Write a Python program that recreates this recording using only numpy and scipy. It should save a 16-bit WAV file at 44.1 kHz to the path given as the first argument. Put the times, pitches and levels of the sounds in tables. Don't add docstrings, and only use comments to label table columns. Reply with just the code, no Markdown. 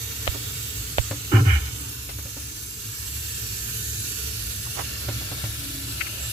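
import sys
import numpy as np
from scipy import signal
from scipy.io import wavfile
from scipy.ndimage import uniform_filter1d

SR = 44100
rng = np.random.default_rng(int(sys.argv[2]) if len(sys.argv) > 2 else 0)


def to_wav(s):
    ch = np.atleast_2d(s).T
    pcm = np.round(np.clip(ch, -1, 1) * 32767)
    wavfile.write(sys.argv[1], SR, pcm.astype(np.int16))


N = 278705

# time_s, hiss_db, treble_pan_db, bass_shift_db, whistle_db
FLOW = [(0.0, -33.5, -1, 4, -45.5), (0.37, -32.3, -0.5, 5.5, -47.5), (0.6, -32, -1, 3.5, -42),
        (1.05, -32.5, -1, 3, -43.5), (1.4, -34.5, 0.5, 8, -49), (1.85, -34.5, -2, 8.5, -47.5),
        (2.05, -35.5, 0, 3.5, -52), (2.67, -35, 0, 1, -49), (3.3, -31, -0.5, -0.5, -41),
        (3.7, -30, -2, 0, -45), (4.15, -29, -2, -3.5, -44.5), (4.7, -31, -1.5, 0, -48),
        (5.05, -31.5, 0, 3, -58), (5.45, -32, 3.5, 3, -48), (5.75, -32, 1.5, 0, -50),
        (6.12, -32.5, 3.5, 3, -51), (6.24, -33.5, 0, 6, -39), (6.32, -32.5, 3, -1, -44)]
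# pitch_hz, width_hz, gain_db
PANEL_MODES = [(296.3, 11, 1.5), (330, 49, -11.5), (403, 110, -11.5), (538, 53, -9), (726, 42, -19)]


def pipe_hiss(patchy_db=1.5, ripple_db=2.5, flicker_db=0.72, knee_hz=1500, direct=0.63, path_turns=0.6):
    # time_s, aim (0 close to the wall, 1 along the pipe, 2 facing the pipe end)
    camera_path = [(0, 0.33), (.8, 0.42), (1.6, 0.076), (2.5, 0.7), (3.3, 0.48), (4.3, 1.43), (4.9, 1.68),
                   (5.7, 1.9), (6.32, 1.92)]
    # frequency_hz, relative_db
    at_wall = [(76, -26), (130, -22), (183, -35), (285, -15.5), (322, -33), (402, -18.5), (601, -27),
               (1400, -21), (1710, -19), (2180, -19), (3070, -13), (5850, -13.5), (9670, -19), (12600, -14),
               (16000, -16)]
    along_pipe = [(76, -23), (130, -5.5), (147, -34), (219, -16), (253, -15.5), (453, -20), (491, -29),
                  (935, -28.5), (1750, -16), (2090, -22.5), (2670, -18), (7440, -12.5), (10100, -23),
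                  (12100, -13.5), (16000, -20)]
    at_pipe_end = [(76, -24), (130, -4.5), (176, -23.5), (651, -22), (881, -29), (1710, -17.5),
                   (1970, -23.5), (2720, -12), (2950, -15.5), (4500, -14), (7150, -19), (7750, -17),
                   (8920, -23), (11100, -18), (16000, -21.5)]
    # pitch_hz, width_hz, gain_db, pan_db
    pipe_modes = [(222.4, 24.5, 12.5, 7), (310.1, 26.7, 13, -3), (451, 56, 6, 8), (1397, 230, 5.5, 0),
                  (1753, 14, 11.5, 14.5), (2246, 19, 7, -9), (2746, 72, 6, 5), (3670, 130, 4, 4.5),
                  (4260, 110, 2.5, 1), (4480, 98, 1.5, 1), (4940, 89, -4, 1), (6105, 33, 2, -4),
                  (6440, 770, 2, -5), (8520, 99, 2.5, 13), (10700, 870, 5, 0.5), (10950, 81, 6.5, 17.5),
                  (11360, 130, 4.5, -12.5), (12240, 330, 5.5, -9)]
    # frequency_hz, pan_db
    balance = [(60, 27), (110, -4), (200, -3), (380, 0.5), (700, -5.5), (1290, 2.5), (2380, -3),
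               (4400, -3.5), (8120, -0.5), (15000, 0)]
    # frequency_hz, correlation
    likeness = [(60, 0.16), (130, 0.98), (290, 0.74), (640, 0.086), (1410, -0.22), (3100, -0.32),
                (6820, 0.07), (15000, 0.15)]
    frames = N // 512 + 5
    t = np.arange(frames) * 512 / SR
    hz = np.fft.rfftfreq(2048, 1 / SR)[:, None]
    time_s, hiss_db, treble_pan_db, bass_shift_db, _ = np.transpose(FLOW)
    a, b, c, d = rng.standard_normal((frames, 1025, 4)).T
    left, unrelated = a + 1j * b, c + 1j * d
    patches = smooth_field(frames, bins_wide=24, frames_long=16)
    ripples = smooth_field(frames, bins_wide=3, frames_long=120)
    paths = smooth_field(frames, bins_wide=30, frames_long=150)[0]
    aim = np.interp(t, *np.transpose(camera_path))
    views = enumerate((at_wall, along_pipe, at_pipe_end))
    colour_db = sum(np.maximum(1 - abs(aim - k), 0) * curve_at(view, hz) for k, view in views)
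    pan_db = curve_at(balance, hz)
    for pitch_hz, width_hz, gain_db, mode_pan_db in pipe_modes:
        peak = 1 / (1 + (2 * (hz - pitch_hz) / width_hz) ** 2)
        colour_db += gain_db * peak
        pan_db += mode_pan_db * peak
    top = (hz > 3500) & (hz < 15000)
    colour_db -= 10 * np.log10((top * amp(2 * colour_db)).sum(0))
    treble = 1 / (1 + (knee_hz / (hz + 1)) ** 2)
    colour_db += (1 - treble) * np.interp(t, time_s, bass_shift_db)
    texture_db = patchy_db * patches + ripple_db * ripples + flicker_db * rng.standard_normal(frames)
    pan_db = pan_db + treble * np.interp(t, time_s, treble_pan_db)
    path_phase = np.exp(2j * np.pi * path_turns * paths)
    coherence = (1 - treble) * curve_at(likeness, hz) + treble * direct * path_phase
    right = coherence * left + np.sqrt(np.clip(1 - abs(coherence) ** 2, 0, 1)) * unrelated
    spectra = np.array([left, right]) * amp(colour_db + texture_db) * sides(pan_db)
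    hiss = signal.istft(spectra, nperseg=2048, noverlap=1536)[1][:, :N]
    return amp(np.interp(np.arange(N) / SR, time_s, hiss_db)) * unit_rms(hiss)


def pipe_whistle(pitch_hz=7647, waver_db=1, pan_db=-8.5):
    time_s, *_, whistle_db = np.transpose(FLOW)
    tone = ring(rng.standard_normal((2, N)), [(pitch_hz, 160, 0)])
    tone = unit_rms(ring(tone, [(pitch_hz, 250, 0)]))
    level_db = np.interp(np.arange(N) / SR, time_s, whistle_db) + waver_db * waver(span=3000)
    return amp(level_db) * tone * sides(pan_db)[:, None]


def foot_scrapes(mix, land_s=0.025, tail_s=0.11, tail_db=-19.5, grit_db=1.5, correlation=-0.19):
    # start_s, length_s, bright_db, hollow_db, panel_db, pan_db
    strokes = [(1.311, 0.098, -27.5, -26.5, -20.5, -7), (1.448, 0.14, -24, -35, -34.5, -9)]
    # pitch_hz, width_hz, gain_db
    bright_modes = [(1480, 150, 1.5), (1790, 150, 2.5), (2195, 120, 6), (2340, 71, 4), (2904, 97, 6)]
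    hollow_modes = [(788, 30, 5), (860, 53, -11), (1060, 76, -3), (1330, 105, 2)]
    hollow_db_per_s, panel_db_per_s, lift_db_per_s = -77, -140, -420
    for start_s, length_s, bright_db, hollow_db, panel_db, pan_db in strokes:
        t = np.arange(0, length_s + tail_s, 1 / SR)
        landing_db = -20 * np.maximum(1 - t / land_s, 0) ** 2
        landed_s, lifted_s = np.maximum(t - land_s, 0), np.maximum(t - 0.98 * length_s, 0)
        bright_db += np.maximum(-13.5 * abs(2 * t / length_s - 1) ** 1.65, tail_db)
        fade_db = hollow_db_per_s * landed_s + lift_db_per_s * lifted_s
        hollow_db += landing_db + np.maximum(fade_db, tail_db)
        panel_db += landing_db + panel_db_per_s * landed_s
        grit = amp(grit_db * unit_rms(uniform_filter1d(rng.standard_normal(SR // 2), 90)))
        a, b, c, d = (rng.standard_normal((4, SR // 2)) * grit)[:, :len(t)]
        friction = np.array([a, correlation * a + (1 - abs(correlation)) * b])
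        shaking = np.array([c + 0.43 * d, c - 0.35 * d])
        bright = amp(bright_db) * unit_rms(band(ring(friction, bright_modes), 1400, 3140, order=6))
        hollow = amp(hollow_db) * unit_rms(band(ring(friction, hollow_modes), 790, 1650))
        panel = amp(panel_db) * unit_rms(band(ring(shaking, PANEL_MODES), 178, 440))
        scrape = bright * sides(pan_db)[:, None] + hollow * sides(pan_db - 2.5)[:, None] + panel
        add(mix, start_s, scrape * signal.windows.tukey(len(t), 0.05))


def floor_booms(mix, rise_s=0.013, fall_s=0.018, sag_db=-8.5):
    # start_s, length_s, pitch_hz, glide_hz_per_s, level_db
    jerks = [(1.336, 0.074, 111.5, -110, -5.5), (1.405, 0.053, 118, -150, -10),
             (1.462, 0.064, 108.7, -450, -7), (1.518, 0.078, 81, -200, -10), (1.608, 0.09, 69.5, 15, -23.5)]
    for start_s, length_s, pitch_hz, glide_hz_per_s, level_db in jerks:
        t = np.arange(0, length_s, 1 / SR)
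        edges = np.clip(np.minimum(t / rise_s, (length_s - t) / fall_s), 0, 1)
        envelope = np.sin(np.pi / 2 * edges) * amp(level_db + sag_db * t / length_s)
        add(mix, start_s, envelope * np.sin(2 * np.pi * (pitch_hz + glide_hz_per_s * t / 2) * t))


def tub_thuds(mix, boom_hz=110.2):
    # time_s, level_db, pan_db, boom_db, brightness_db
    blows = [(0.345, -29, -13, -34, -12), (1.112, -21.5, 4, -23.5, -8), (2.092, -41.5, 4, -33, 14.5),
             (2.187, -36.5, 0, -35, 4), (2.255, -39, -6, -28.5, -6), (2.368, -33, 2, -43, -23),
             (5.039, -40, -1, -44, -6), (5.086, -23, -6.5, -23.5, -2), (5.214, -35.5, -7, -37, -15),
             (5.316, -30, -5, -25, -12), (5.44, -28, -5, -20.5, -2), (5.619, -49, -13, -35, -8)]
    t = np.arange(6000) / SR
    for time_s, level_db, pan_db, boom_db, brightness_db in blows:
        scuff = rng.standard_normal((2, len(t))) * (1 - np.exp(-t / 0.001)) * np.exp(-t / 0.015)
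        panel = ring(scuff.mean(0), PANEL_MODES)
        contact = band(scuff, 250, 4200, order=2)
        blow = panel / abs(panel).max() + amp(brightness_db) * contact / abs(contact).max()
        boom = amp(boom_db) * np.sin(2 * np.pi * boom_hz * t) * np.exp(-t / 0.03)
        add(mix, time_s - 0.002, amp(level_db) * blow * sides(pan_db)[:, None] + boom)


def finger_taps(mix):
    # start_s, left_click_db, right_click_db, case_db, push_db
    taps = [(0.2709, -14, -19, -21, -26), (0.2767, -1, -10, -8.5, -12.5), (0.9835, -2.5, -3, -3, -6),
            (.991, -11, -25, -31, -13)]
    t = np.arange(3000) / SR
    bright_click = np.sin(2 * np.pi * 2400 * t) * np.exp(-((t - 0.00036) / 0.00017) ** 2)
    dull_click = np.sin(2 * np.pi * 1250 * t) * np.exp(-((t - 0.0006) / 0.00022) ** 2)
    case = np.sin(2 * np.pi * 590 * (t - 0.0008)) * np.exp(-t / 0.0024) * (1 - np.exp(-t / 0.0006))
    push = np.sin(2 * np.pi * 63 * t) * np.exp(-((t - 0.014) / 0.0066) ** 2)
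    for start_s, left_click_db, right_click_db, case_db, push_db in taps:
        rattle = rng.standard_normal((2, len(t))) * np.exp(-t / 0.0047)
        left = amp(left_click_db) * (bright_click + band(0.35 * rattle[0], 720, 3900))
        right = amp(right_click_db) * (dull_click + band(0.045 * rattle[1], 240, 3500, order=3))
        right += amp(case_db) * case + amp(push_db) * push
        add(mix, start_s, np.array([left, right]))


def finger_brushes(mix):
    # peak_s, level_db, centre_hz, low_hz, high_hz, length_s, pan_db
    brushes = [(4.672, -44, 900, 400, 1500, 0.026, 0), (4.796, -37.5, 700, 292, 4030, 0.045, -23),
               (6.014, -28.5, 1960, 1390, 3300, 0.014, 21), (6.071, -36, 2080, 990, 3200, 0.017, 11)]
    t = np.arange(-3000, 3000) / SR
    for peak_s, level_db, centre_hz, low_hz, high_hz, length_s, pan_db in brushes:
        rub = ring(rng.standard_normal((2, len(t))), [(centre_hz, 900, 0)])
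        rub = unit_rms(band(rub, low_hz, high_hz, order=3))
        swell = np.exp(-abs(2 * t / length_s) ** 1.6)
        add(mix, peak_s + t[0], amp(level_db) * rub * swell * sides(pan_db)[:, None])


def panel_groan(length_s=0.384, first_hz=292.3, settled_hz=274, settle_s=0.043, roughness=0.41):
    t = np.arange(0, length_s, 1 / SR)
    pitch_hz = settled_hz + (first_hz - settled_hz) * np.exp(-t / settle_s)
    level_db = -42 - 6.5 * t / length_s + 2 * waver(span=600)[:len(t)]
    noise = unit_rms(band(rng.standard_normal(SR), 274, 320, order=2))[:len(t)]
    tone = np.sqrt(2) * np.sin(2 * np.pi * np.cumsum(pitch_hz) / SR) + roughness * noise
    return amp(level_db) * tone * signal.windows.tukey(len(t), 0.2)


def tub_hum(offset_db=-5.5):
    # pitch_hz, width_hz, gain_db
    tub_modes = [(69.05, 5.1, 6.5), (105.1, 11.5, 3.5), (115.2, 6.8, 1.5)]
    hum = ring(ring(rng.standard_normal(N), tub_modes), [(76, 41.4, 0)])
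    return amp(flow_db(bass_share=0.36) + offset_db) * unit_rms(low_cut(hum, 55))


def low_rumble(offset_db=-15, waver_db=3):
    deep = band(ring(rng.standard_normal(N), [(58.7, 8.8, 0)]), 49, 62.7, order=2)
    swell_db = waver_db * waver(span=8000)
    return amp(flow_db(bass_share=-0.43) + offset_db + swell_db) * unit_rms(deep)


def flow_db(bass_share):
    time_s, hiss_db, _, bass_shift_db, _ = np.transpose(FLOW)
    return np.interp(np.arange(N) / SR, time_s, hiss_db + bass_share * bass_shift_db)


def amp(db):
    return 10 ** (np.asarray(db) / 20)


def unit_rms(x):
    return x / np.sqrt(np.mean(x ** 2) + 1e-20)


def curve_at(points, hz):
    point_hz, value = np.transpose(points)
    return np.interp(np.log(hz + 1), np.log(point_hz + 1), value)


def sides(pan_db):
    return amp(np.array([pan_db / 2, -pan_db / 2]))


def add(mix, start_s, sound):
    part = mix[:, round(start_s * SR):][:, :sound.shape[-1]]
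    part += sound[..., :part.shape[1]]


def ring(x, modes):
    out = 0
    for pitch_hz, width_hz, gain_db in modes:
        pole = np.exp((2j * np.pi * pitch_hz - np.pi * width_hz) / SR)
        out = out + amp(gain_db) * 2 * signal.lfilter([1 - abs(pole)], [1, -pole], x).real
    return out


def band(x, low_hz, high_hz, order=4):
    return signal.sosfilt(signal.butter(order, [low_hz, high_hz], "band", fs=SR, output="sos"), x)


def low_cut(x, hz):
    return signal.sosfilt(signal.butter(2, hz, "high", fs=SR, output="sos"), x)


def smooth_field(frames, bins_wide, frames_long):
    x = rng.standard_normal((frames, 1025, 2)).T
    return unit_rms(uniform_filter1d(uniform_filter1d(x, bins_wide, 1), frames_long, 2))


def waver(span):
    return unit_rms(uniform_filter1d(uniform_filter1d(rng.standard_normal(N), span), span))


def scene():
    mix = pipe_hiss() + pipe_whistle() + tub_hum() + low_rumble()
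    foot_scrapes(mix)
    floor_booms(mix)
    tub_thuds(mix)
    finger_taps(mix)
    finger_brushes(mix)
    add(mix, start_s=5.58, sound=panel_groan())
    return mix


def record(dry):
    band_limit = signal.firwin(511, 15560, window=("kaiser", 9), fs=SR)
    return signal.oaconvolve(low_cut(dry, 40), band_limit[None], "same")


dry = scene()
out = record(dry)
to_wav(out)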